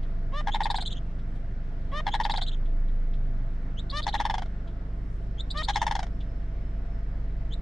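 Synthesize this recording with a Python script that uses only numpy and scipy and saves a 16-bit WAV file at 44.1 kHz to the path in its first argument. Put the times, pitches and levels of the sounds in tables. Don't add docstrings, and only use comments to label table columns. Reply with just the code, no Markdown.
import sys
import numpy as np
from scipy import signal
from scipy.fft import rfft, irfft, next_fast_len
from scipy.io import wavfile
from scipy.ndimage import uniform_filter1d, map_coordinates

SR = 44100
rng = np.random.default_rng(int(sys.argv[2]) if len(sys.argv) > 2 else 0)


def master_out(mix):
    frames = np.transpose(np.atleast_2d(mix))
    ceiling = np.clip(frames, -1, 1)
    pcm = np.round(ceiling * 32767).astype(np.int16)
    wavfile.write(sys.argv[1], SR, pcm)


N = 335601
RATTLE_PEAK_HZ = 897.6


def amp(db):
    return 10 ** (np.asarray(db) / 20)


def unit(x):
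    return x / np.sqrt(np.mean(x ** 2) + 1e-20)


def along(points, hz):
    point_hz, values = np.transpose(points)
    return np.interp(np.log(hz + 1), np.log(point_hz + 1), values)


def curves(rows):
    times, *columns = np.transpose(rows)
    return [np.interp(np.arange(N) / SR, times, column) for column in columns]


def wobble(rate, size=N):
    points = rng.standard_normal(int(size * rate / SR) + 4)
    return map_coordinates(points, [np.arange(size) * rate / SR])


def filtered(x, response):
    size = next_fast_len(N + SR // 2)
    return irfft(rfft(x, size) * response(np.fft.rfftfreq(size, 1 / SR)), size)[..., :N]


def coloured(x, colour):
    return filtered(x, lambda hz: amp(along(colour, hz)))


def turning(hz):
    return 2 * np.pi * np.cumsum(hz) / SR


def fade(t, length, rise, fall):
    return np.sin(np.pi / 2 * np.clip(np.minimum(t / rise, (length - t) / fall), 0, 1)) ** 2


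def add(track, start_s, sound):
    part = track[max(round(start_s * SR), 0):][:len(sound)]
    part += sound[:len(part)]


def rush(colour, patchy_db):
    # frequency_hz, likeness
    alike = [(60, 0.9), (120, 0.97), (250, 1), (520, 0.85), (1080, 0.0069), (2210, 0.48), (4560, 0.36),
             (9380, -0.32)]
    bands = signal.stft(rng.standard_normal((2, N)), nperseg=512)[2]
    patches = uniform_filter1d(rng.standard_normal(bands.shape[1:]), size=6, axis=0)
    patches = uniform_filter1d(patches, size=14, axis=1)
    pair = signal.istft(bands * amp(patchy_db * unit(patches)), nperseg=512)[1][:, :N]
    width = lambda hz: np.arccos(np.clip(along(alike, hz), -1, 1)) / 2
    shares = lambda hz: np.array([np.cos(width(hz)), np.sin(width(hz))])
    mid, side = filtered(pair, lambda hz: amp(along(colour, hz)) * shares(hz))
    return unit(np.array([mid + side, mid - side]))


def engine():
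    # time_s, firing_hz, throb_db, octave_db
    idle = [(0.06, 25.23, -28, -40), (0.54, 25.09, -27.5, -41), (0.87, 24.55, -31.5, -37.5),
            (2.0, 24.27, -30, -40), (2.17, 24.81, -30, -38), (2.75, 26.09, -23, -49),
            (2.81, 26.26, -23, -41), (2.94, 25.98, -23.5, -47.5), (3.38, 25.43, -26, -43),
            (4.0, 24.39, -34.5, -35), (4.46, 24.39, -31, -36), (4.86, 24.39, -37, -36),
            (4.94, 23.9, -35, -34), (7.55, 23.76, -31.5, -32.5)]
    # multiple_of_firing_rate, level_db
    exhaust = [(3, -49.5), (4, -53.5), (5, -48.5), (6, -55.5), (7, -51.5), (8, -60), (9, -64.5),
               (11, -61.5)]
    # frequency_hz, gain_db
    rumble_colour = [(15, -9.5), (35, 3.5), (70, -1.5), (115, -3), (170, -7.5), (260, -9.5), (400, -16),
                     (700, -26), (1500, -61), (4000, -110)]
    firing_hz, throb_db, octave_db = curves(idle)
    phase = turning(firing_hz)
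    throb = amp(throb_db) * np.sin(phase) + amp(octave_db) * np.sin(2 * phase)
    drone = np.zeros(N)
    for multiple, db in exhaust:
        level = amp(db + 1.75 * wobble(4))
        drone += level * np.sin(multiple * phase + .19 * wobble(6) + rng.uniform(0, 2 * np.pi))
    fan = amp(-50 + 1.7 * wobble(3)) * np.sin(turning(109 + .6 * wobble(4)))
    lean_right = amp([[-.35], [.35]])
    rumble = amp(-43) * rush(rumble_colour, patchy_db=.5)
    return np.sqrt(2) * (throb + drone + fan) * lean_right + rumble


def air():
    # frequency_hz, gain_db
    hiss_colour = [(260, -43), (450, -2), (493, -9), (575, -4.5), (621, -8.5), (671, 5), (735, -11),
                   (794, -7), (951, -10.5), (1460, -9.5), (1930, -12.5), (2570, -21), (5290, -30.5),
                   (5790, -33), (9830, -43.5), (12800, -79.5), (21600, -120)]
    thin_db, = curves([(0, -85.5), (4, -93), (5.3, -82.5), (6.3, -77), (7.6, -87)])
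    thin = rush([(4500, -49), (5100, -4), (5350, -5.5), (5600, -11), (6200, -52.5)], patchy_db=3)
    hiss = amp(-54 + .63 * wobble(1.98)) * rush(hiss_colour, patchy_db=1)
    return hiss + amp(thin_db) * thin


def ticks():
    # time_s, level_db
    events = [(0.029, -47), (1.1892, -50.5), (1.3554, -53), (2.657, -49), (2.8833, -51), (3.1357, -47),
              (4.6762, -46.5), (6.2063, -42.5)]
    # frequency_hz, gain_db
    colour = [(1000, -34), (2500, -2.5), (3400, 5), (5000, -13.5), (8000, -27), (12000, -43.5)]
    out, t = np.zeros(N), np.arange(SR // 10) / SR
    rise = 1 - np.exp(-t / .004)
    for time_s, db in events:
        add(out, time_s - .003, amp(db + 4 - 60 * t / .09) * rise * rng.standard_normal(len(t)))
    return coloured(out, colour)


def bugle(pitch, throat, tilt_db, scatter_db, smear, count, edge_db=0):
    k = np.arange(1, count + 1)[:, None]
    hz = k * pitch
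    level_db = along(throat, hz) + tilt_db * np.log2(hz / 1000)
    level_db += scatter_db * (k > 1) * rng.standard_normal(k.shape)
    level_db += edge_db * along([(3800, 0), (5500, 1)], hz)
    phase = k * turning(pitch) + smear * rng.standard_normal(k.shape)
    return np.sum(amp(level_db) * np.cos(phase), axis=0)


def rasp(level):
    # frequency_hz, gain_db
    colour = [(450, -47.5), (620, 0.5), (850, 5.5), (1050, 5.5), (1450, -6), (1800, 1.5), (2200, 5),
              (2560, -12.5), (3200, 1.5), (4300, -22.5), (6200, -26), (9300, -31), (10500, -34),
              (15000, -58.5)]
    return level * unit(coloured(rng.standard_normal(N), colour))


def opening_notes():
    # start_s, length_s, start_hz, top_hz, level_db, brightness_db_per_octave
    notes = [(0.319, 0.102, 509, 605, -36, -0.5), (1.915, 0.1, 522, 611.6, -34, -0.5),
             (3.915, 0.099, 527.5, 606.4, -35, 2.5), (5.539, 0.093, 558, 623.5, -34.5, 1)]
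    # frequency_hz, gain_db
    throat = [(550, -9), (1120, 2.5), (1250, -1), (1580, -13.5), (1830, -5.5), (2400, -17.5), (3100, -10.5),
              (3600, -10), (4400, -23.5), (5500, -24.5), (6500, -35), (9500, -44), (14000, -70)]
    out, hoarse = np.zeros(N), np.zeros(N)
    for start_s, length_s, start_hz, top_hz, db, bright_db in notes:
        t = np.arange(int(length_s * SR)) / SR
        progress = t / length_s
        effort = np.interp(progress, [0, .2, .62, .8, 1], [0, .4, 1, .95, .3])
        crack = np.clip((progress - .82) / .07, 0, 1)
        pitch = start_hz + (top_hz - start_hz) * np.sin(np.pi / 2 * progress / .77)
        pitch *= 1 + (.0071 + .063 * crack) * wobble(500, len(t))
        tilt_db = bright_db + 1.2 - 7 * (1 - effort)
        note = bugle(pitch, throat, tilt_db, scatter_db=.5, smear=.98, count=24)
        level = amp(db + 1.5 - 3.7 * (1 - effort))
        add(out, start_s, level * fade(t, length_s, rise=.025, fall=.013) * note)
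        hoarse_db = -22 + 10 * np.exp(-progress / .13) + 14 * crack
        add(hoarse, start_s, amp(db + hoarse_db) * fade(t, length_s, rise=.0052, fall=.01))
    return out + rasp(hoarse)


def quickening(k, gap_s, extra_s, shrink):
    return k * gap_s + extra_s * (1 - shrink ** k) / (1 - shrink)


def rattle_notes():
    # start_s, length_s, final_gap_s
    rattles = [(.4701, .374, .0367), (2.0651, .392, .0367), (4.0654, .402, .037), (5.6837, .392, .0357)]
    # level_in_first_note_db, loss_per_note_db
    aftershocks = [(-3.5, 1), (-6, 4.5)]
    peak_note, give_out_s = 2.26, .033
    for call, (start_s, length_s, gap_s) in enumerate(rattles):
        db, bright_db, edge_db = -18 + .5 * call, -.45 + .5 * call, -4 + 2.5 * call
        for k in range(9):
            offset_s = quickening(k, gap_s, extra_s=.0368, shrink=.6224)
            if offset_s < length_s:
                sag = (k - peak_note) ** 2
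                gain = amp(db - .45 * sag) * np.tanh((length_s - offset_s) / give_out_s)
                shocks_db = [first_db - loss_db * k for first_db, loss_db in aftershocks]
                yield start_s + offset_s, gain, RATTLE_PEAK_HZ - 5.8 * sag, shocks_db, bright_db, edge_db


def swell(t, rise, life):
    t = np.maximum(t, 0)
    ring = .14 * np.exp(-t / .009)
    shape = (1 - np.exp(-(t / rise) ** 2)) * (np.exp(-(t / life) ** 4) + ring)
    return shape / shape.max()


def rattle():
    # frequency_hz, gain_db
    throat = [(620, -6.5), (850, -0.5), (1450, -8), (1720, -13.5), (2200, -11), (2580, -30.5), (3300, -12),
              (4200, -23.5), (5000, -23), (6200, -29.5), (7800, -40), (9300, -43), (10500, -58.5),
              (15000, -66)]
    dulling_db_per_s = 78
    out, hoarse = np.zeros(N), np.zeros(N)
    t = np.arange(SR // 16) / SR - .008
    for time_s, gain, hz, (second_db, third_db), bright_db, edge_db in rattle_notes():
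        spacing_s = .00918 * (1 + .05 * rng.standard_normal())
        catch = amp(-20) * swell(t + .0065, rise=.0013, life=.003)
        first = swell(t - .0005, rise=.002, life=.0066)
        second = amp(second_db) * swell(t - spacing_s, rise=.0021, life=.01)
        third = amp(third_db) * swell(t - 2 * spacing_s, rise=.002, life=.011)
        strength = gain * (catch + first + second + third)
        ragged = np.clip(t / spacing_s, 0, 1) ** 3
        stall = np.exp(-((t - spacing_s) / .00189) ** 2)
        roughness = .013 + .032 * ragged + .16 * (1 - hz / RATTLE_PEAK_HZ)
        pitch = hz * (1.01 - .0568 * ragged - .15 * stall + roughness * wobble(1100, len(t)))
        snap_db = 3.7 * np.exp(-np.abs(t) / .00077)
        tilt_db = bright_db + snap_db - dulling_db_per_s * np.abs(t)
        note = bugle(pitch, throat, tilt_db, scatter_db=2, smear=.65, count=17, edge_db=edge_db)
        add(out, time_s + t[0], strength * note)
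        puffs = 1 + .4 * np.cos(turning(pitch))
        add(hoarse, time_s + t[0], amp(bright_db - 15 + 3 * ragged) * strength * puffs)
    return out + rasp(hoarse)


def young_voice(pitch, second_db, third_db):
    # pitch_hz, gain_db
    throat = [(2800, -2), (3400, 1.5), (4000, 2), (4600, -2), (5300, 1)]
    phase = turning(pitch * (1 + .027 * wobble(1500, len(pitch))))
    wave = np.sin(phase) + amp(second_db) * np.sin(2 * phase) + amp(third_db) * np.sin(3 * phase)
    return amp(along(throat, pitch) + 4.3 * wobble(600, len(pitch))) * wave


def whistles():
    # start_s, length_s, start_hz, end_hz, level_db
    notes = [(0.501, 0.06, 3110, 4040, -35), (2.099, 0.062, 3090, 4160, -35),
             (3.757, 0.052, 2810, 4030, -40.5), (5.367, .05, 3044, 3993, -36.5),
             (7.498, 0.05, 3020, 3990, -40.5)]
    out = np.zeros(N)
    for start_s, length_s, start_hz, end_hz, db in notes:
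        t = np.arange(int(length_s * SR)) / SR
        quiver = np.sin(turning(125 * (1 + .087 * wobble(60, len(t)))))
        pitch = start_hz + (end_hz - start_hz) * (t / length_s) ** 1.7 + 50 * quiver
        level = amp(db - .5 + 1.6 * quiver) * fade(t, length_s, rise=.042, fall=.01)
        add(out, start_s, level * young_voice(pitch, second_db=-21.5, third_db=-56))
    return out


def peep(length_s, hz, overtone_db):
    t = np.arange(int(length_s * SR)) / SR
    flutter = np.cos(turning(130 * (1 + .018 * wobble(60, len(t)))))
    arch = np.sin(np.pi * (t / length_s) ** 1.095)
    swing_hz = 180 + .36 * (hz - 3200)
    pitch = hz + 420 * (arch - .9) + 220 * (t / length_s - .5) + swing_hz * flutter
    level = amp(3.9 * (arch - 1.74)) * fade(t, length_s, rise=.0033, fall=.0026)
    return level * young_voice(pitch, overtone_db, third_db=-47)


def peeps():
    # first_peep_middle_s, peep_count, final_gap_s, last_pitch_hz, level_db, fade_db, overtone_db
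    runs = [(0.6411, 7, .0502, 3237, -31.5, 13.5, -18), (2.2436, 6, 0.052, 3450, -31, 12.5, -22.5),
            (3.906, 7, .0519, 3326, -33.5, 14, -27.5), (5.5131, 6, 0.052, 3380, -32, 14, -19.5)]
    first_hz, first_length_s, growth_s = 4240, .021, .0035
    out = np.zeros(N)
    for first_s, count, gap_s, last_hz, db, fade_db, overtone_db in runs:
        for k, progress in enumerate(np.linspace(0, 1, count)):
            middle_s = first_s + quickening(k, gap_s, extra_s=.0177, shrink=.371)
            length_s = first_length_s + growth_s * k
            hz = first_hz + (last_hz - first_hz) * progress ** 1.9
            level = amp(db - fade_db * progress ** 4.7)
            add(out, middle_s - length_s / 2, level * peep(length_s, hz, overtone_db))
    return out


def rustle():
    db, = curves([(1.25, -110), (1.36, -73), (1.47, -110),
                  (4.7, -105), (4.95, -86), (5.2, -79), (5.4, -105)])
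    colour = [(3000, -31), (6000, -2.5), (9000, -1), (11500, -9.5), (15000, -28.5)]
    return amp(db + 2 * wobble(25)) * rush(colour, patchy_db=-.5)


def left_and_right(x):
    # frequency_hz, left_minus_right_db
    shade = [(500, 0), (700, 3), (900, -0.5), (1150, -1), (1600, 1.5), (1900, 12.5), (2150, -1.5),
             (2400, 4.5), (2900, -0.5), (3800, 1.5), (4400, -0.5), (6000, 4.5), (6600, -3.5), (8200, 4.5)]
    # frequency_hz, lead_radians
    lead = [(700, -.2), (1050, 0), (1450, .8), (1750, 1.5), (1850, 1.5), (1950, -1.2), (2400, -.4),
            (3300, 0), (6000, .5)]
    sides = np.array([[.5], [-.5]])
    return filtered(x, lambda hz: amp(sides * along(shade, hz)) * np.exp(1j * sides * along(lead, hz)))


def echo(x, decay):
    hz, t, bands = signal.stft(rng.standard_normal((2, SR // 2)), SR, nperseg=256)
    tail = signal.istft(bands * amp(-60 * t / along(decay, hz)[:, None]), SR, nperseg=256)[1]
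    return signal.fftconvolve(x[None], tail / np.linalg.norm(tail[0]), axes=1)[:, :N]


def scene():
    # frequency_hz, gain_db
    crop_shade = [(5500, 0), (8000, -3.5), (12000, -7)]
    # frequency_hz, gain_db
    crop_scatter = [(1200, -16.5), (4500, -22), (6000, -4), (7800, 1), (12000, 1.5)]
    # frequency_hz, time_to_fall_60_db_s
    far_decay = [(700, 0.085), (3500, 0.18), (10000, 0.19)]
    adult = rattle() + opening_notes()
    young = whistles() + peeps()
    field = adult + young + ticks()
    direct = left_and_right(coloured(field, crop_shade))
    crop = echo(coloured(field, crop_scatter), [(1000, .032)])
    ground = echo(amp(-11.5) * adult + amp(-8) * young, [(800, .05), (8000, .06)])
    far = amp(-18) * echo(field, far_decay)
    return direct + crop + ground + far + engine() + air() + rustle()


def record(dry):
    top_hz = 15400
    return signal.sosfiltfilt(signal.butter(16, top_hz, fs=SR, output="sos"), dry)


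dry = scene()
out = record(dry)
master_out(out)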